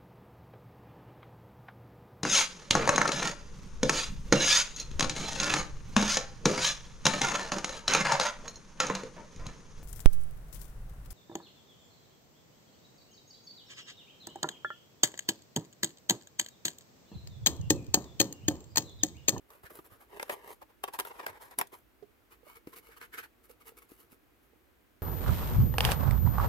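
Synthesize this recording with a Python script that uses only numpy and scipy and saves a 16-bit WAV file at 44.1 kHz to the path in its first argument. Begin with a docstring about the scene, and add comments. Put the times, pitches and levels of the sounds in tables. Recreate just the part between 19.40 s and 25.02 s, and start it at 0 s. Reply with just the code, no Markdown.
"""A small cardboard box is unpacked on a table in a quiet room, close to the microphone.
Fingers fold back the lid and a leaflet slides out; stick-slip on the card drives panels and inner air.
A thin plastic tray slides and snaps as it is lifted out. A memory stick drops onto the bottom of the
box, its metal plug clinking. The empty box, ringing higher, is turned over and put aside."""
import sys
import numpy as np
from scipy import signal
from scipy.fft import rfft, irfft
from scipy.io import wavfile

SR = 44100
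rng = np.random.default_rng(int(sys.argv[2]) if len(sys.argv) > 2 else 0)


def materialize(psi):
    """Save the field psi as 16-bit PCM at rate SR to the path in sys.argv[1].

    A 1-D psi becomes a single channel; in a 2-D psi each row is a channel.
    """
    bounded = np.clip(np.atleast_2d(psi).T, -1, 1)
    quanta = np.round(bounded * 32767).astype(np.int16)
    wavfile.write(sys.argv[1], SR, quanta)


N = 247842
TIME_S, BINS_HZ = np.arange(N) / SR, np.fft.rfftfreq(N, 1 / SR)
# what slides on the card: name -> (cavity/dB and hiss/dB against the panel, hiss tilt (+ is brighter),
# panel resonance f/Hz, width/Hz, its power share (clipped to 0-1))
CONTACTS = {"brush": (-0.5, 0.5, 0.2, 1239, 205, 0.4), "finger": (-4, -6.5, .05, 1179, 174, .5),
            "paper": (-6, -14, .05, 884, 130, 0.8), "leaflet": (-2, -8, -0.6, 1874, 374, -0.26),
            "plastic": (-8.5, -8.5, -0.94, 939, 141, .55), "edge": (-12, -11, -0.1, 1572, 301, .75)}


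def snaps(cavity_db=-6, crack_db=1, crack_s=0.0002, strain_db=-17, strain_s=0.0028):
    """Tray, card and stick creak under strain, then let go. Returns cavity and panel drive, ring, tick."""
    events = [ (0.1041, -50, 1130, .03, -48.5), (0.3896, -43, 1205, 0.038, -73),
              (0.7974, -31.5, 2110, .034, -45), (0.8284, -29.5, 557, 0.018, -28),
              (0.8955, -28.5, 588, .06, -38), (0.897, -28.5, 1850, 0.029, -47),
              (0.91, -41, 550, 0.015, -39), (1.2177, -47.5, 1080, 0.024, -70),
              (1.4378, -27, 1120, 0.033, -30.5), (1.439, -32.5, 3120, 0.033, -35),
              (1.478, -40, 1120, .06, -45), (1.484, -37.5, 1020, .034, -48), (1.5359, -52, 980, .07, -39.5),
              (1.589, -27.5, 958, .06, -30), (1.599, -26.5, 990, .022, -21),
              (1.606, -33, 3090, 0.019, -28.5), (1.6509, -38, 1390, .026, -37),
              (1.7964, -43, 862, .06, -66), (1.865, -25.5, 1614, .022, -30.5), (2.112, -52, 950, .02, -46),
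              (2.1873, -27, 830, .024, -19.5), (2.2131, -19.5, 960, .022, -26),
              (2.2712, -64, 1680, 0.03, -45.5), (3.0982, -47, 990, 0.025, -57),
              (3.2715, -46.5, 500, .05, -50.5), (3.332, -49.5, 1070, .05, -54),
              (3.614, -39, 1670, 0.015, -49), (4.0954, -52, 496, 0.0086, -55),
              (4.1132, -62, 510, 0.012, -46.5), (4.42, -56.5, 1115, 0.064, -68),
              (4.493, -62, 1110, 0.016, -55)]  # t/s, body level/dB, ring f/Hz, body t60/s, tick level/dB
    ring_share = [(-44, 0.74), (-35.5, 0.4)]  # hard contacts wake more modes: body level/dB, ring power share
    tick_spectrum = [(1500, -28.5), (3500, -3), (5500, -5.5), (7300, -7.5), (9500, -2.5), (11200, 1),
                     (13500, 1), (15300, 0.5), (16500, -2.5)]  # f/Hz, level/dB
    body, ring, tick = np.zeros((3, 2, N))
    lead_s = 0.02
    t = TIME_S[:SR // 10] - lead_s
    released, since_s = t >= 0, np.maximum(t, 0)
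    strain = ~released * amp(strain_db) * np.exp(-abs(t) / strain_s)
    crack = strain + released * amp(crack_db) * np.exp(-since_s / crack_s) / 2
    for at_s, body_db, hz, t60_s, tick_db in events:
        start_s = at_s - lead_s
        share = np.interp(body_db, *np.transpose(ring_share))
        envelope = amp(body_db) * (strain + released * decay(since_s, t60_s))
        add(body, start_s, np.sqrt(1 - share) * envelope * stereo_noise(0.43, len(t)))
        add(ring, start_s, np.sqrt(2 * share) * envelope * np.cos(2 * np.pi * hz * t))
        burst = crack * stereo_noise(0.4, len(t))
        modes = 0.65 * released * high_modes(since_s, 0.81 * t60_s)
        add(tick, start_s, amp(tick_db) * (burst + modes))
    return np.array([amp(cavity_db) * body, body, ring, colour(tick, tick_spectrum)])


def high_modes(t, t60_s, low_hz=1700, high_hz=14800, count=72):
    """Thin plastic and card have many high modes; each snap rings a different set."""
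    hz = rng.uniform(low_hz, high_hz, (count, 1))
    phase = 2 * np.pi * rng.random((count, 1)) + 1.9 * rng.standard_normal((2, count, 1))
    mode_t60_s = t60_s * 2 ** rng.uniform(-0.487, 0.51, (count, 1))
    return np.sqrt(2 / count) * (decay(t, mode_t60_s) * np.sin(2 * np.pi * hz * t + phase)).sum(1)


def plug_clink(at_s=2.1877, hit_db=-23.5):
    """The thin metal shell of the plug rings briefly as the stick lands."""
    shell_modes = [(5710, -18.5, 0.07), (9780, -6.5, 0.032), (10860, -2, 0.035), (11241, 1.5, 0.027),
                   (12049, -19.5, .03)]  # f/Hz, level/dB re hit, t60/s
    out, t = np.zeros((2, N)), TIME_S[:SR // 6]
    for hz, db, t60_s in shell_modes:
        add(out, at_s, amp(hit_db + db) * decay(t, t60_s) * np.sin(2 * np.pi * hz * t))
    return lag_right(out, lag_s=0.000012)


def slides(ease_s=0.012):
    """Leaflet, then tray, is pulled over the card, each pull broken where it catches."""
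    # each one pull in two stretches, before and after its snaps: t/s, panel level/dB, hiss level/dB
    leaflet = [
        [(0.68, -80, -86), (0.732, -53.5, -68), (0.748, -59, -69), (0.756, -57.5, -65), (0.782, -54, -64),
         (0.792, -65, -70)],
        [(0.918, -51, -47), (0.928, -43.5, -47), (0.954, -57.5, -66), (1.016, -62.5, -74.5),
         (1.098, -53.5, -58.5), (1.128, -54, -58), (1.164, -87, -78), (1.18, -83, -89)],
    ]
    tray = [
        [(1.657, -50, -56), (1.679, -50, -51.5), (1.695, -60.5, -59), (1.715, -47, -70), (1.733, -66, -63),
         (1.757, -53.5, -69), (1.783, -57.5, -62), (1.801, -43.5, -65), (1.821, -55, -66), (1.845, -47.5, -66),
         (1.858, -63, -72)],
        [(1.878, -48.5, -50.5), (1.886, -46.5, -59), (1.898, -46.5, -56), (1.918, -60, -74),
         (1.976, -55.5, -68), (1.992, -71, -85), (2.014, -52.5, -55), (2.102, -65, -70), (2.116, -52, -57.5),
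         (2.146, -63, -76), (2.16, -91, -87)],
    ]
    out = np.zeros((4, 2, N))
    pulls = [(leaflet, "leaflet", 1.5, 1.2), (tray, "plastic", 2.5, -1.2)]
    for stretches, contact, panel_gain_db, hiss_gain_db in pulls:
        for stretch in stretches:
            times_s, panel_db, hiss_db = np.transpose(stretch)
            t = np.arange(times_s[0] - ease_s, times_s[-1] + ease_s, 1 / SR)
            ease = np.clip(np.minimum(t - t[0], t[-1] - t) / ease_s, 0, 1)
            push = amp(np.interp(t, times_s, panel_db) + panel_gain_db)
            hiss_envelope = amp(np.interp(t, times_s, hiss_db) + hiss_gain_db)
            add(out, t[0], ease * friction(push, hiss_envelope, contact))
    return out


def rubs(panel_gain_db=0.6, hiss_gain_db=1.25, rise_share=0.36):
    """Short strokes speed up, then slow; what touches the card sets how much it hisses."""
    strokes = [ (0.127, 0.087, -61, "finger"), (0.239, 0.02, -56, "finger"), (0.262, .028, -50.5, "edge"),
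               (0.308, 0.023, -53.5, "finger"), (0.357, 0.071, -58.5, "brush"),
               (0.455, 0.03, -59.5, "brush"), (0.527, 0.061, -58.5, "finger"),
               (0.615, 0.043, -59, "finger"), (0.819, 0.024, -48, "leaflet"),
               (0.866, 0.063, -58.5, "leaflet"), (0.907, 0.036, -44, "leaflet"), (1.223, .02, -50, "paper"),
               (1.301, 0.023, -61.5, "paper"), (1.48, 0.1, -64, "paper"), (1.544, 0.03, -42, "plastic"),
               (1.625, 0.08, -57.5, "plastic"), (2.197, 0.021, -37.5, "plastic"),
               (2.224, 0.011, -45, "plastic"), (2.335, 0.034, -50.5, "plastic"),
               (2.371, 0.061, -68.5, "brush"), (2.923, .04, -57.5, "finger"), (3.091, 0.092, -59, "finger"),
               (3.163, 0.031, -56.5, "finger"), (3.291, 0.038, -66, "brush"),
               (3.335, 0.029, -55.5, "finger"), (3.37, 0.034, -52.5, "brush"),
               (3.462, 0.095, -62.5, "finger"), (3.521, 0.047, -58, "edge"), (3.573, .022, -53.5, "finger"),
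               (3.626, 0.045, -48.5, "edge"), (3.742, 0.035, -46, "edge"), (3.787, 0.032, -39.5, "edge"),
               (3.837, 0.033, -49.5, "edge"), (4.048, 0.032, -66.5, "brush"), (4.106, 0.036, -63, "brush"),
               (4.214, 0.025, -59, "finger"), (4.276, 0.041, -55.5, "brush"), (4.379, .028, -59.5, "brush"),
               (4.426, 0.033, -66, "brush"), (4.515, 0.066, -65, "brush"), (4.602, 0.057, -63.5, "brush"),
               (4.721, 0.041, -66, "brush"), (5.044, 0.046, -76.5, "brush")]  # t/s at top speed, length/s, panel level/dB, contact
    out = np.zeros((4, 2, N))
    for peak_s, length_s, db, contact in strokes:
        start_s = max(peak_s - 0.25, 0)
        t = start_s + TIME_S[:SR // 2] - peak_s
        flank_s = length_s * np.where(t < 0, rise_share, 1 - rise_share)
        swell = amp(db) * np.exp(-abs(t / flank_s) ** 1.65)
        hiss_db = CONTACTS[contact][1] + hiss_gain_db
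        add(out, start_s, friction(amp(panel_gain_db) * swell, amp(hiss_db) * swell, contact))
    return out


def friction(push, hiss_envelope, contact):
    """A contact slides on card. Returns cavity and panel drive, panel resonance, fine hiss."""
    cavity_db, _, tilt, hz, width_hz, share = CONTACTS[contact]
    size, share = len(push), np.clip(share, 0, 1)
    grip = stick_slip(size)
    fizz = unit_rms(signal.lfilter([1, -tilt], [1], stereo_noise(0.92, size)))
    cavity = amp(cavity_db) * push * grip * stereo_noise(0.6, size)
    panel = np.sqrt(1 - share) * hand_reflection(push * grip * stereo_noise(0.15, size))
    ring = np.sqrt(share) * push * resonate(stereo_noise(0.38, size), hz, width_hz)
    hiss = hand_reflection(hiss_envelope * grip * fizz, gain=0.45)
    return np.array([cavity, panel, ring, hiss])


def stick_slip(size, slips_per_s=600, spread_db=5.0, slip_s=0.001, smooth_share=0.46):
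    """Fibres catch and let go in tiny uneven bursts over a smooth slide."""
    slipping = rng.random(size) < slips_per_s / SR
    strength = np.minimum(rng.exponential(1, size), 3)
    bursts = slipping * amp(spread_db * strength) ** 2
    power = signal.lfilter([1], [1, -np.exp(-1 / (slip_s * SR))], bursts)
    return np.sqrt(smooth_share + (1 - smooth_share) * power / (power.mean() + 1e-12))


def hand_reflection(x, gain=0.93, far_delay_s=0.002, sway=0.1, sway_hz=2.5):
    """The moving hand reflects a stroke from a changing distance, rippling its spectrum."""
    t = TIME_S[:x.shape[-1]]
    reach, phase = rng.uniform(0.2, 1), rng.random()
    delay_s = reach * far_delay_s * (1 + sway * np.sin(2 * np.pi * (sway_hz * t + phase)))
    echo = x[:, np.clip(np.round((t - delay_s) * SR).astype(int), 0, len(t) - 1)]
    return (x + gain * echo) / np.hypot(1, gain)


def box(cavity, panel, empty_from_s=2.6):
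    """Inner air and panels ring higher and more freely once the box is empty."""
    # broad spectra: f/Hz, level/dB
    cavity_packed = [(60, -16), (190, -13), (280, -6.5), (410, 6), (590, 2.5), (720, -3), (1200, -27.5)]
    cavity_empty = [(60, -22), (200, -13.5), (380, -0.5), (470, 6.5), (560, -20), (1000, -18.5)]
    panel_packed = [(350, -32.5), (600, -8), (800, 1.5), (1150, -3.5), (1400, -2), (1900, -1.5),
                    (2900, -7.5), (4500, -23), (7000, -27.5)]
    panel_empty = [(500, -21.5), (900, 7.5), (1150, -2.5), (1650, 1), (2900, 1.5), (3400, -11.5),
                   (6000, -23), (7500, -40)]
    # panel modes: f/Hz, width/Hz, level/dB above the broad spectrum
    modes_packed = [(610, 40, -2.5), (810, 63, 3.5), (976, 100, 8), (1163, 51, 8), (1640, 48, 5),
                    (2680, 46, 5.5), (3160, 56, 1), (3760, 40, 8.5), (4320, 62, 1.5), (5000, 180, 9.5),
                    (5270, 90, 7)]
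    modes_empty = [(1285, 32, 14), (1360, 105, 5.4), (1540, 26, 3), (2216, 92, 10.4), (3020, 120, 4.2),
                   (4100, 63, 7.1), (4380, 360, 12.6), (5300, 39, 14), (5000, 89, 8.1), (6340, 60, 17)]
    is_empty = TIME_S > empty_from_s
    air = colour(cavity * ~is_empty, cavity_packed) + colour(cavity * is_empty, cavity_empty)
    packed_card = colour(panel * ~is_empty, panel_packed, modes_packed)
    empty_card = colour(panel * is_empty, panel_empty, modes_empty)
    return air + packed_card + empty_card


def knocks(overtone_ratio=1.7, overtone_db=-15, thud_db=-13):
    """Soft blows on box and table ring one low mode and a weak overtone, with a short thud."""
    blows = [ (0.241, -46, 88, 0.05, -6), (.316, -41, 378, 0.022, 3), (0.389, -38, 334, 0.038, 1),
             (0.518, -50.5, 100, 0.079, -13), (0.725, -46.5, 410, 0.27, -5), (1.894, -49.5, 97, 0.1, -7),
             (2.181, -38, 324, .038, -2.5), (2.188, -40, 240, 0.032, 3), (2.329, -39.5, 392, 0.037, -6),
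             (2.624, -38, 417, 0.073, -10.5), (3.03, -53, 487, 0.042, -17), (3.067, -50, 600, 0.037, -19),
             (3.272, -31.5, 313, 0.027, 7.5), (3.489, -47.5, 463, .048, 1),
             (4.098, -47.5, 484, 0.056, -14.5), (4.319, -46, 460, 0.035, 1), (4.518, -38, 323, 0.017, 9.5),
             (4.727, -46.5, 266, 0.013, -15), (5.132, -55, 456, 0.034, -12.5)]  # t/s, level/dB, f/Hz, t60/s, left-right/dB
    out, t = np.zeros((2, N)), TIME_S[:SR // 4]
    for at_s, db, hz, t60_s, pan_db in blows:
        phase = 2 * np.pi * hz * t
        rise_s = 0.042 * t60_s  # softer blows both rise and ring longer
        envelope = (1 - np.exp(-t / rise_s)) * decay(t, t60_s)
        thud = amp(thud_db) * resonate(stereo_noise(0.41, len(t)), 0.57 * hz, width_hz=92)
        tone = np.sin(phase) + amp(overtone_db) * np.sin(overtone_ratio * phase)
        add(out, at_s, amp(db) * balance(pan_db) * envelope * (tone + thud))
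    return lag_right(out)


def room_tail(x, wet_db=-19, build_s=0.0076):
    """Faint tail of a small furnished room, each band dying at its own rate."""
    decay_times = [(150, .4), (1000, 0.11), (4000, 0.16), (14000, 0.11)]  # f/Hz, t60/s
    hz, t, bands = signal.stft(rng.standard_normal((2, SR // 2)), SR, nperseg=256)
    envelope = decay(t, at_hz(decay_times, hz)[:, None]) * (1 - np.exp(-t / build_s))
    tail = signal.istft(bands * envelope, SR, nperseg=256)[1]
    return amp(wet_db) * signal.fftconvolve(x, tail / np.linalg.norm(tail[0]), axes=1)[:, :N]


def room_air(level_db=-66.5):
    """Steady low hum and hiss of the room."""
    spectrum = [(15, -32), (30, -14.5), (54, 1.5), (80, -9), (115, -8), (160, -16), (310, -6.5), (550, -15),
                (1000, -18.5), (1400, -17.5), (2200, -20.5), (5000, -31.5), (9500, -34.5), (14000, -27.5),
                (14350, -24.5), (14700, -28), (16000, -35)]  # f/Hz, level/dB
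    coherence = [(60, 0.28), (240, 0.39), (950, 0.12), (3770, 0.041), (15000, 1)]  # f/Hz, left-right correlation
    left, other = rfft(rng.standard_normal((2, N)))
    correlation = at_hz(coherence, BINS_HZ)
    right = correlation * left + np.sqrt(1 - correlation ** 2) * other
    return amp(level_db) * unit_rms(irfft(np.array([left, right]) * amp(at_hz(spectrum, BINS_HZ)), N))


def colour(x, spectrum, modes=()):
    """Minimum-phase filter: broad spectrum plus narrow modes; white noise keeps its power."""
    peaks = sum((amp(db) - 1) / (1 + (2 * (BINS_HZ - hz) / width_hz) ** 2) for hz, width_hz, db in modes)
    gain = unit_rms(amp(at_hz(spectrum, BINS_HZ)) * abs(1 + peaks))
    cepstrum = irfft(np.log(gain + 1e-9), N)
    cepstrum[1:N // 2] *= 2
    cepstrum[N // 2 + 1:] = 0
    return irfft(rfft(x) * np.exp(rfft(cepstrum)), N)


def resonate(x, hz, width_hz):
    """One damped band-pass resonance, at rms 1."""
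    pole = np.exp((2j * np.pi * hz - np.pi * width_hz) / SR)
    return unit_rms(signal.lfilter([1, 0, -1], np.poly([pole, pole.conjugate()]).real, x))


def stereo_noise(shared_power, size):
    """Left and right noise sharing part of their power."""
    shared, *own = rng.standard_normal((3, size))
    return np.sqrt(shared_power) * shared + np.sqrt(1 - shared_power) * np.array(own)


def lag_right(x, lag_s=0.00022):
    """Sound reaches the right microphone port after the left."""
    return irfft(rfft(x) * np.exp(-2j * np.pi * BINS_HZ * lag_s * np.array([[0], [1]])), N)


def balance(left_right_db):
    """Level difference to left and right gains."""
    return amp(left_right_db * np.array([[0.5], [-0.5]]))


def amp(db):
    """Decibels to gain."""
    return 10 ** (np.asarray(db) / 20)


def unit_rms(x):
    """Scales to rms 1."""
    return x / np.sqrt(np.mean(x ** 2) + 1e-20)


def at_hz(points, hz):
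    """Interpolates a table over log frequency."""
    points_hz, values = np.transpose(points)
    return np.interp(np.log(hz + 1), np.log(points_hz + 1), values)


def decay(t, t60_s):
    """Falls 60 dB in t60_s."""
    return np.exp(-np.log(1000) * t / t60_s)


def add(mix, at_s, sound):
    """Mixes a sound in at at_s."""
    part = mix[..., max(round(at_s * SR), 0):][..., :sound.shape[-1]]
    part += sound[..., :part.shape[-1]]


def scene():
    """Slides, rubs and snaps excite one box; knocks, plug and room join them."""
    hiss_spectrum = [(1500, -23), (3500, -3.5), (5500, -6.5), (7300, -4), (9500, -2), (11200, 6),
                     (12600, 5), (15400, -1), (16500, -24)]  # sliding hiss: f/Hz, level/dB
    *card, hiss = slides() + rubs()
    cavity, panel, ring, treble = np.array([*card, colour(hiss, hiss_spectrum)]) + snaps()
    handling = lag_right(box(cavity, panel) + ring) + treble + knocks() + plug_clink()
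    return handling + room_tail(handling) + room_air()


def record(dry):
    """The right port hears slightly more bass; low-pass at 16.3 kHz."""
    lean_db = at_hz([(100, -1.5), (380, -3), (800, 0.5), (12000, 0)], BINS_HZ)  # f/Hz, left-right/dB
    heard = irfft(rfft(dry) * balance(lean_db), N)
    low_pass = signal.firwin(401, 16300, window=("kaiser", 9), fs=SR)
    return signal.oaconvolve(heard, low_pass[None], "same")


dry = scene()
out = record(dry)
materialize(out)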